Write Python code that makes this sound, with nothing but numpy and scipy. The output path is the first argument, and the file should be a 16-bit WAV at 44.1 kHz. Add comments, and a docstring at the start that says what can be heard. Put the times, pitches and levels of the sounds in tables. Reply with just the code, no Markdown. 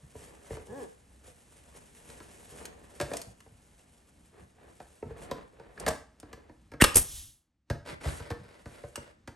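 """Crown molding is pressed into a ceiling corner of a bare room: struck modes knock, slipping skin squeaks,
strokes of shaped noise rustle and rub. A pneumatic nailer then fires once: a valve chirp, noise bursts with
metal ringing for driver blow and recoil, a thump in the wall, an exhaust puff and a refill hiss.
The sound fades far down, then returns with a plastic stud finder set down and slid on the wall as scraping
noise. A room tail follows the sources; a faint rumble and hiss lie under everything."""
import sys
import numpy as np
from scipy import signal
from scipy.fft import rfft, irfft, next_fast_len
from scipy.io import wavfile
from scipy.ndimage import uniform_filter1d, map_coordinates

SR = 44100
rng = np.random.default_rng(int(sys.argv[2]) if len(sys.argv) > 2 else 0)


def persist_wave(psi):
    """Save psi, clipped to +-1, as 16-bit WAV."""
    counts = np.round(np.clip(psi, -1, 1) * 32767).astype(np.int16)
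    wavfile.write(sys.argv[1], SR, np.atleast_2d(counts).T)


N = 412731

# blows of the shot: (time [s], level [dB], rise [s], t60 [s], treble tilt [dB/octave], ring [Hz], ring level [dB])
BLOWS = [(6.8127, -14, 0.0011, 0.088, 4, 9300, -7), (6.8204, -5.5, .0006, 0.011, -1.5, 2780, -8.5),
         (6.8401, -7.5, 0.00042, 0.032, 1, 1215, 1.5), (6.8448, -13.5, 0.00067, 0.033, -1, 8700, -14.5)]
# colour of the blows before tilt: (frequency [Hz], level [dB])
CRACK_TONE = [(150, -14), (500, 3), (750, -9), (1250, 2), (2000, -8.5), (3000, -3), (4500, -9.5),
              (7000, -14.5), (8800, -7.5), (10500, -4.5), (12000, -12), (14000, -26), (16000, -36)]
# ringing of the nailer's housing: (frequency [Hz], width [Hz], average level [dB])
HOUSING_MODES = [(1277, 71, 3.5), (1992, 84, -7), (3030, 73, 5.5), (4170, 41, -18), (4160, 83, -23.5),
                 (4404, 71, -17), (5100, 49, -21.5), (6420, 82, -8), (7510, 150, -29), (8100, 97, -17),
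                 (8400, 89, 7), (10100, 33, 3.5)]
# air whistling through the opening valve: (frequency [Hz], level [dB])
VALVE_TONE = [(200, -28.5), (520, -10.5), (850, -30), (1150, -23.5), (1600, -4.5), (2150, -2), (2600, -34),
              (3300, -14.5), (4300, -44.5), (5700, -25), (6300, -36.5), (7250, -28), (12500, -34),
              (14000, -54.5)]
# colour of the exhaust puff: (frequency [Hz], level [dB])
PUFF_TONE = [(40, 4.5), (100, 3), (300, 0.5), (700, -8), (1500, -12.5), (4500, -12), (5700, -5.5),
             (6500, -7.5), (8600, 0), (10300, 9.5), (11800, -1), (13500, -12), (16000, -22.5)]
# colour of the refill hiss: (frequency [Hz], level [dB])
REFILL_TONE = [(60, -6), (300, -16.5), (900, -16.5), (2400, -10), (3300, 0), (4500, -4), (6300, 1),
               (8500, -1.5), (11000, 8.5), (12500, -10.5), (15000, -13.5)]
# colour of air buffeting the microphone: (frequency [Hz], level [dB])
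DRAUGHT_TONE = [(12, -9), (30, -1.5), (60, 4), (115, -3), (170, -17.5), (400, -43), (1500, -100)]
# small hard clicks of the tools: (time [s], level [dB], treble tilt [dB/octave], note of the clicking part [Hz])
CLICKS = [(2.1006, -52, 1.5, 4020), (2.654, -42.5, 3.5, 6540), (3.169, -42.5, 8, 9000),
          (3.216, -45.5, 5.5, 4440), (3.404, -55, 0.5, 2880), (5.777, -56, -10.5, 1670),
          (5.7992, -49, 9, 9500), (5.8837, -36, 8.5, 9160), (6.2, -56.5, 6.5, 9250),
          (6.9451, -36.5, 5.5, 2795), (8.957, -35, 1.5, 2840)]
# knocks on molding and wall: (time [s], level [dB], treble tilt [dB/octave], wall thud level [dB],
# note of the struck spot [Hz], note level in the blow [dB])
KNOCKS = [(.152, -53.5, -11.5, -46.5, 427, 4), (.505, -44, -9.5, -40, 447, 4),
          (.527, -49, -5.5, -41, 487, -8), (.568, -45, -6, -72, 446, 1), (1.278, -58, -7.5, -58, 500, 9),
          (2.202, -49.5, -2.5, -53, 1130, -10), (2.61, -51, -4.5, -59, 373, 2),
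          (3.0, -31.5, -2.5, -49.5, 375, 4), (3.012, -36.5, 0.5, -61, 583, 38),
          (3.022, -45, -1, -36, 608, -8), (3.114, -38.5, -6, -45, 2400, 2),
          (3.135, -38.5, -0.5, -51, 667, 19), (3.462, -60.5, -5.5, -58, 790, 0),
          (4.801, -47.5, -4.5, -68, 1600, -9), (5.025, -42.5, -10, -47, 425, 6.5),
          (5.105, -50.5, -10.5, -44.5, 460, 16), (5.312, -33, -3.5, -44, 1014, 10),
          (5.597, -51, -5, -68, 1490, -3), (5.864, -30, -1.5, -41.5, 1640, 0),
          (5.878, -28, -2.5, -36.5, 636, 7.5), (5.907, -40.5, -2, -46, 1275, 11),
          (6.229, -49.5, -5.5, -51.5, 302, 11.5), (6.329, -48, -1, -49.5, 1023, -2.5),
          (6.495, -53.5, -6.5, -56.5, 313, 2.5), (6.717, -50, -3, -50, 394.6, 3),
          (6.736, -46, -5.5, -46.5, 292.5, 1.5), (7.7, -32.5, -3, -24, 329, -15),
          (7.708, -38, -3.5, -38, 1636, 12), (8.055, -39.5, -3.5, -27, 634, 4),
          (8.07, -42, -2.5, -28.5, 395, 13), (8.199, -45, -2.5, -38, 472, 5),
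          (8.303, -35.5, -3, -34, 318.4, 2), (8.313, -38.5, -3.5, -34, 472, 14),
          (8.657, -45.5, -4, -40, 306, 0), (8.836, -44.5, -7.5, -40, 571, 3),
          (8.975, -45.5, -8.5, -43, 564, -2), (9.275, -42.5, -2, -42.5, 479, -7.5)]
# bands in which knocks and clicks are balanced: (low edge [Hz], high edge [Hz])
KNOCK_BANDS = [(50, 200), (200, 750), (750, 2000), (2000, 5000), (5000, 11800)]
# the wood's colour, one value per band: level [dB]
KNOCK_VOICE_DB = [1.8, 1.2, 2.5, 0.59, 1.3]
# ringing of molding and wall: (average frequency [Hz], average level [dB], t60 [s])
WOOD_MODES = [(76.6, -7.5, 0.11), (106.4, 5.5, 0.092), (141, -1, 0.12), (253, -5.5, 0.038),
              (328.2, -13, .11), (473, -1, 0.056), (587.6, -6.5, 0.076), (698, -6, 0.053),
              (981, 0.5, 0.082), (1244, -4, 0.11), (1595, -5.5, 0.15), (1762, -9, 0.053),
              (2620, -10.5, 0.12)]
# soft, heavy pushes against the wall: (time [s], level [dB])
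PUSHES = [(.039, -47), (.7, -45), (3.28, -45), (3.52, -53.5), (4.41, -50.5), (5.06, -38), (7.928, -40.5),
          (8.408, -45.5)]
# squeaks on the paint: (middle [s], half length [s], slips at top speed before jitter [1/s], level [dB])
SQUEAKS = [(.775, .12, 281, -39.5), (3.102, 0.033, 640, -45.5), (3.14, .025, 620, -37.5),
           (3.29, .04, 770, -59.5)]
# colour of the squeaking fingertip: (frequency [Hz], level [dB])
FINGER_TONE = [(80, -15), (270, -3.5), (470, 5.5), (600, -9), (850, -10), (1100, -14.5), (1380, -29),
               (1700, -13.5), (2200, -36), (6000, -44)]
# the arm moving in its sleeve: (time [s], rustle level [dB])
ARM = [(0.0, -63), (0.34, -60.5), (0.88, -61), (1.02, -67.5), (2.54, -54.5), (2.69, -72), (2.89, -61.5),
       (3.16, -49.5), (3.35, -69), (3.53, -68), (3.72, -65.5), (4.64, -71), (4.79, -63.5), (5.64, -76),
       (5.86, -63), (6.03, -80), (6.32, -79), (6.75, -77)]
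# quick swishes of the sleeve: (start [s], length [s], level [dB])
SWISHES = [(.12, 0.2, -57.5), (.45, 0.16, -55), (.72, 0.17, -58), (1.22, 0.12, -59), (1.46, 0.3, -68),
           (1.73, 0.12, -58), (2.02, .16, -56.5), (2.47, 0.24, -55.5), (5.16, 0.12, -55), (8.0, 0.22, -45),
           (8.5, .6, -62.5)]
# strokes of the hand over the molding: (start [s], length [s], level [dB])
RUBS = [(0.117, 0.4, -59.5), (0.457, 0.21, -55), (1.65, 0.21, -63.5), (1.95, .45, -61.5), (2.48, 0.33, -55),
        (2.72, 0.39, -60.5), (3.04, 0.23, -64), (4.307, 0.15, -60), (4.53, .22, -60.5), (5.016, 0.26, -55),
        (5.16, 0.34, -52), (5.495, 0.31, -59), (5.759, 0.19, -45), (6.14, .42, -62)]
# colour of brushing cloth: (frequency [Hz], level [dB])
SLEEVE_TONE = [(200, -41.5), (700, -25.5), (1400, -2), (2800, 0.5), (4500, -4.5), (7000, 0.5), (9000, 3),
               (10500, 8.5), (11700, -5), (13000, -25.5), (16000, -28)]
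# colour of skin on wood: (frequency [Hz], level [dB])
RUB_TONE = [(110, -31), (180, -1.5), (203, -7), (236, -5.5), (270, -6.5), (308, -5), (421, 2.5), (462, 1.5),
            (761, -4.5), (1040, -8), (1430, -13), (1660, -9.5), (1780, -11), (4500, -27), (5850, -46),
            (9900, -120)]
# colour of the rumbling wall: (frequency [Hz], level [dB])
RUMBLE_TONE = [(12, -52), (20, -27.5), (41, -5), (65, 4.5), (88, -3.5), (135, -7.5), (232, -7), (280, -11),
               (330, -12), (430, -39.5), (730, -120)]
# slides of the stud finder on the wall: (start [s], length [s], level [dB])
SLIDES = [(7.845, 0.11, -43), (8.0, 0.13, -42.5), (8.13, 0.23, -49), (8.3, 0.41, -58), (8.64, 0.27, -56),
          (8.9, 0.26, -56.5)]
# colour of plastic on wall paint: (frequency [Hz], level [dB])
SCRAPE_TONE = [(150, -36), (250, -5), (609, 0), (735, -9.5), (980, -6.5), (1140, -12), (1560, -6.5),
               (1700, -11.5), (2000, -7.5), (2670, -15.5), (5000, -18.5), (6500, -32.5), (11000, -120)]
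# decay of the bare room: (frequency [Hz], t60 [s])
ROOM_DECAY = [(80, 0.39), (250, 0.31), (1000, 0.41), (3000, 0.36), (8000, 0.35), (14000, 0.23)]
# microphone ports: (frequency [Hz], phase by which left leads right [rad])
PORTS = [(50, .03), (200, .15), (700, .35), (1600, -.45), (2300, 0), (3100, .65), (5000, .45), (7000, .03),
         (7800, .55), (8600, 0), (9500, -2), (10300, -3.2), (12000, -6.2), (15000, -12.3)]
# fade-out and return: (time [s], level [dB])
FADER = [(7.17, -4), (7.5, -20), (7.66, -23.5), (7.695, -5.5)]

# exhaust puff: opens, holds, dies
PUFF_S, PUFF_RISE_S, PUFF_HOLD_S, PUFF_T60_S, PUFF_DB = 6.9545, .004, .01, .16, -13
# air refilling the nailer: one swell
REFILL_MID_S, REFILL_WIDTH_S, REFILL_DB = 7.16, 0.16, -41.5
# air buffeting the microphone: a gust from the shot, and a share of puff and refill
GUST_S, GUST_RISE_S, GUST_HOLD_S, GUST_T60_S, GUST_DB = 6.82, 0.0033, .012, .19, -27
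DRAUGHT_PER_PUFF_DB, DRAUGHT_PER_REFILL_DB = -12, -7
CLICK_NOTE_DB, CLICK_NOTE_T60_S = -4.5, 0.026  # the part's note beside the crack
NOTE_T60_S = 0.081  # decay of the struck spot's note
KNOCK_PIVOT_HZ, CLICK_PIVOT_HZ = 700, 3200  # treble tilts turn here
SILENT_DB = -140  # the arm outside its table
STROKE_SOFTNESS = 1.1  # exponent of the half-sine swell
STROKE_CREST_DB = 1.5  # the middle of a stroke over its listed level
# the wall rumbles with whatever moves on it
RUMBLE_PER_RUB_DB, RUMBLE_PER_SLEEVE_DB, RUMBLE_PER_SLIDE_DB = -2.5, -4, -7.5
SLIDE_HISS_DB = -9.5  # hiss that goes with the scrape
FLOOR_RUMBLE_DB, FLOOR_HISS_DB = -62.5, -70  # the still room
TOP_HZ = 16200  # nothing passes above


def shot():
    """Air slams the driver down and the recoiling tool lands again: noise bursts, a note and metal ringing."""
    out, t = np.zeros(N), hit_time()
    for s, db, rise, t60, tilt_db, ring_hz, ring_db in BLOWS:
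        colour = [(hz, level + tilt_db * np.log2(hz / 3000)) for hz, level in CRACK_TONE]
        crack = noise(colour, size=len(t)) * dying(t, t60)
        ring = amp(ring_db) * dying(t, 0.018) * sine(ring_hz, t)
        burst = crack + ring + amp(-38.0) * metal(t)
        onset = 1 - np.exp(-t / rise)
        add(out, s, amp(db - 3.0) * peak_level(burst * onset))
    return out


def metal(t):
    """The housing's damped modes, each at a new strength and phase."""
    modes = []
    for hz, width, db in HOUSING_MODES:
        strength = amp(db + 2 * rng.normal())
        ring = np.sin(2 * np.pi * (hz * t + rng.random()))
        modes.append(strength * np.exp(-np.pi * width * t) * ring)
    return unit(sum(modes))


def valve():
    """Air squeezes past the opening valve in a brief chirp of whistling noise, just ahead of the main blow."""
    out, t = np.zeros(N), hit_time()
    swell = np.exp(-((t - .014) / 0.0085) ** 2)
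    add(out, 6.801, amp(-18) * peak_level(noise(VALVE_TONE, size=len(t)) * swell))
    return out


def thump():
    """The driver's push spreads through the wall and arrives as one falling wave."""
    out, t = np.zeros(N), hit_time()
    impulse = 1. * (t == 0)
    push = bend(band(impulse, [30, 270], order=2), lag=.0065)
    add(out, 6.8195, amp(-11.5) * peak_level(push))
    return out


def air():
    """The released trigger vents the cylinder, the hose refills it, and the draught reaches the microphone."""
    t = clock()
    puff = amp(PUFF_DB) * burst_of_air(PUFF_S, PUFF_RISE_S, PUFF_HOLD_S, PUFF_T60_S)
    swell = np.exp(-((t - REFILL_MID_S) / REFILL_WIDTH_S) ** 2)
    refill = amp(REFILL_DB) * swell * (t > PUFF_S)
    gust = amp(GUST_DB) * burst_of_air(GUST_S, GUST_RISE_S, GUST_HOLD_S, GUST_T60_S)
    draught = gust + amp(DRAUGHT_PER_PUFF_DB) * puff + amp(DRAUGHT_PER_REFILL_DB) * refill
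    exhaust = puff * amp(2.5 * wobble(270)) * noise(PUFF_TONE)
    return exhaust + refill * noise(REFILL_TONE) + draught * noise(DRAUGHT_TONE)


def burst_of_air(s, rise, hold, t60):
    """Strength of escaping air: linear attack, hold, exponential release."""
    t = clock() - s
    return np.clip(t / rise, 0, 1) * dying(np.maximum(t - rise - hold, 0), t60)


def clicks():
    """Safety tip, trigger and casings: a short crack of noise with a note and a little metal ring."""
    out, t = np.zeros(N), hit_time()
    for s, db, tilt_db, note_hz in CLICKS:
        ring = amp(-37) * metal(t)
        crack = dying(t, 0.033) * rng.standard_normal(len(t))
        note = amp(CLICK_NOTE_DB) * dying(t, CLICK_NOTE_T60_S) * sine(note_hz, t)
        click = crack + ring + note
        for edges in KNOCK_BANDS[2:]:
            band_db = db + tilt_db * octaves(edges, CLICK_PIVOT_HZ)
            add(out, s, amp(band_db) * peak_level(band(click, edges)))
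    return out


def knocks():
    """Each contact rings wood and wall, the struck spot adds its note, and the thud trails as a bending wave."""
    out, t = np.zeros(N), hit_time()
    for s, knock_db, tilt_db, thud_db, note_hz, note_db in KNOCKS:
        ring = wood(t)
        note = amp(note_db) * dying(t, NOTE_T60_S) * sine(note_hz, t)
        contact = amp(17.0) * dying(t, 0.038) * rng.standard_normal(len(t))
        blow = bend(ring + note + contact, lag=.008)
        # the lowest band is the thud; the tilt colours the others
        upper = [knock_db + tilt_db * octaves(edges, KNOCK_PIVOT_HZ) for edges in KNOCK_BANDS[1:]]
        for edges, db, voice_db in zip(KNOCK_BANDS, [thud_db] + upper, KNOCK_VOICE_DB):
            add(out, s - .001, amp(db + voice_db) * peak_level(band(blow, edges)))
    return out


def wood(t):
    """Damped modes of molding and wall, shifted a little in level and pitch at each contact."""
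    modes = []
    for hz, db, t60 in WOOD_MODES:
        strength = amp(db + 2 * rng.normal())
        modes.append(strength * dying(t, t60) * sine(hz * (1 + rng.normal() / 20), t))
    return sum(modes)


def pushes():
    """Weight leans on the wall: low noise swells and dies with no click."""
    out, t = np.zeros(N), hit_time()
    for s, db in PUSHES:
        swell = t * dying(t, 0.12)
        push = band(swell * rng.standard_normal(len(t)), [60, 190])
        add(out, s - .015, amp(db) * peak_level(push))
    return out


def squeak():
    """A fingertip sticks and slips on the paint: faster, louder and more evenly as the hand speeds up."""
    out, t = np.zeros(N), hit_time()
    for s, half, top_hz, db in SQUEAKS:
        speed = np.clip(1 - (t / half - 1) ** 2, 0, 1)
        jitter = .006 + .2 * (1 - speed)
        slip_rate = top_hz * speed * (1 + jitter * wobble(150)[:len(t)])
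        turns = np.cumsum(slip_rate) / SR
        slips = np.diff(np.floor(turns), prepend=0)  # one pulse per whole turn
        friction = peak_level(slips) + .28 * rng.standard_normal(len(t))
        voiced = filtered(friction, lambda hz: amp(along(FINGER_TONE, hz)) * hz / (hz + 30))
        add(out, s - half, amp(db) * peak_level(speed * voiced))
    return out


def handling():
    """Cloth brushes in small catches, skin rubs the wood and the wall rumbles under the pressure."""
    arm = np.hypot(amp(curves(ARM, SILENT_DB)[0]), strokes(SWISHES))
    hand = strokes(RUBS)
    catches = wobble(45)  # shared by cloth and skin
    sleeve = arm * amp(1.9 * catches + 1.9 * wobble(520)) * noise(SLEEVE_TONE)
    grain = amp(1.3 * catches + 2.5 * wobble(250))
    rub = np.hypot(hand, amp(-4.5) * arm) * grain * noise(RUB_TONE)
    pressure = np.hypot(amp(RUMBLE_PER_RUB_DB) * hand, amp(RUMBLE_PER_SLEEVE_DB) * arm)
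    rumble = pressure * amp(0.74 * wobble(14)) * noise(RUMBLE_TONE)
    return sleeve + rub + rumble


def slide():
    """Plastic scrapes over the grain of the wall paint, catching as it goes; the wall rumbles along."""
    grain = amp(2.5 * wobble(400) + 2 * wobble(70))
    scrape = grain * (noise(SCRAPE_TONE) + amp(SLIDE_HISS_DB) * noise(SLEEVE_TONE))
    return strokes(SLIDES) * (scrape + amp(RUMBLE_PER_SLIDE_DB) * noise(RUMBLE_TONE))


def strokes(rows):
    """Strength of rubbing strokes; each swells and eases off."""
    t, total = clock(), np.zeros(N)
    for s, length, db in rows:
        progress = np.clip((t - s) / length, 0, 1)
        swell = np.abs(np.sin(np.pi * progress)) ** STROKE_SOFTNESS
        total += amp(db + STROKE_CREST_DB) * swell
    return total


def room(x, spread):
    """The bare room's tail: noise dying at its own pace per frequency, with spread setting the stereo side."""
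    hz, t, z = signal.stft(rng.standard_normal((2, SR)), SR, nperseg=256)
    decay = dying(t, along(ROOM_DECAY, hz)[:, None])
    tail = signal.istft(z * decay, SR, nperseg=256)[1]
    tail = tail * (1 - np.exp(-np.arange(tail.shape[1]) / SR / 0.0024))  # soft onset
    mid, side = signal.fftconvolve(x[None], tail / np.linalg.norm(tail[0]), axes=1)[:, :N]
    # the side part loses its lows and highs
    side = spread * filtered(side, lambda hz: 1 / (1 + (hz / 2500) ** 2) * hz / (hz + 170))
    return np.array([mid + side, mid - side])


def still_room():
    """The house rumbles and hisses faintly: two layers of shaped noise, the rumble wavering."""
    rumble = amp(FLOOR_RUMBLE_DB + 2.0 * wobble(11)) * noise(RUMBLE_TONE)
    hiss = noise([(100, 0), (500, -3.5), (2000, -10), (7000, -18.5), (11500, -24.5), (13500, -50.5)])
    return rumble + amp(FLOOR_HISS_DB) * hiss


def bend(x, lag):
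    """Bending waves in a panel: the lower the slower, lag seconds late at 100 Hz."""
    return filtered(x, lambda hz: np.exp(-2j * np.pi * lag * 2 * 10 * np.sqrt(hz)))


def dying(t, t60):
    """Exponential decay by 60 dB in t60 seconds."""
    return np.exp(-np.log(1000) * t / t60)


def sine(hz, t):
    """A steady tone."""
    return np.sin(2 * np.pi * hz * t)


def noise(spectrum, size=N):
    """Coloured noise of rms 1."""
    return unit(filtered(rng.standard_normal(size), lambda hz: amp(along(spectrum, hz))))


def wobble(rate):
    """A smooth random curve, rate knots a second."""
    knots = rng.standard_normal(int(N * rate / SR) + 4)
    return map_coordinates(knots, [np.arange(N) * rate / SR])


def curves(rows, outside=None):
    """One value per sample for each column after the time; beyond the rows it holds, or takes the outside value."""
    s, *cols = np.transpose(rows)
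    return [np.interp(clock(), s, c, outside, outside) for c in cols]


def filtered(x, response):
    """x shaped by a complex response of frequency."""
    n = x.shape[-1]
    m = next_fast_len(n + SR // 4)
    return irfft(rfft(x, m) * response(np.fft.rfftfreq(m, 1 / SR)), m)[..., :n]


def band(x, edges, order=3):
    """Causal band-pass."""
    return signal.sosfilt(signal.butter(order, edges, 'band', fs=SR, output='sos'), x)


def along(points, hz):
    """(frequency [Hz], value) points read on a log axis."""
    f, v = np.transpose(points)
    return np.interp(np.log(hz + 1), np.log(f + 1), v)


def octaves(edges, pivot_hz):
    """How many octaves the middle of a band lies above the pivot."""
    return np.log2(np.sqrt(np.prod(edges)) / pivot_hz)


def peak_level(x):
    """Scaled so that its loudest hundredth of a second has rms 1."""
    return x / np.sqrt(uniform_filter1d(x ** 2, SR // 100).max())


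def unit(x):
    """Scaled to rms 1."""
    return x / np.sqrt(np.mean(x ** 2) + 1e-20)


def amp(db):
    """Decibels to amplitude."""
    return 10 ** (np.asarray(db) / 20)


def add(track, s, x):
    """Mix x into the track at time s."""
    part = track[round(s * SR):][:len(x)]
    part += x[:len(part)]


def hit_time():
    """Time axis of one blow, in seconds."""
    return np.arange(SR // 3) / SR


def clock():
    """Time axis of the scene, in seconds."""
    return np.arange(N) / SR


def scene():
    """The dry sources are summed; each group gets its own random room tail, level and stereo spread."""
    contacts = np.array([knocks() + pushes(), clicks()])
    blows, ticks = filtered(contacts, lambda hz: amp(along([(11500, 0), (14000, -6.5)], hz)))
    rustle = handling() + squeak() + slide()
    chirp, crack, wall, exhaust = valve(), shot(), thump(), air()
    direct = blows + ticks + rustle + chirp + crack + wall + exhaust
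    wood_echo = room(amp(-7.5) * blows, spread=0.37)
    hand_echo = room(amp(-10.5) * rustle + amp(-10.5) * ticks, spread=3.5)
    shot_echo = room(amp(-12) * crack + amp(-20.0) * wall, spread=1.2)
    air_echo = room(amp(-11.5) * chirp + amp(-16) * exhaust, spread=0.88)
    return direct + wood_echo + hand_echo + shot_echo + air_echo + still_room()


def record(dry):
    """The two ports differ in phase; the loudest peaks are rounded off, the fader dips, the band ends."""
    pair = filtered(dry, lambda hz: np.exp(.5j * np.outer([1, -1], along(PORTS, hz))))
    toned = filtered(pair, lambda hz: amp(along([(11500, 2.0), (13500, -8.0), (16000, -1.5)], hz)))
    rounded = toned / (1 + (toned / .9) ** 6) ** (1 / 6)
    faded = rounded * amp(curves(FADER)[0])
    return filtered(faded, lambda hz: np.clip((TOP_HZ - hz) / 400, 0, 1))


dry = scene()
out = record(dry)
persist_wave(out)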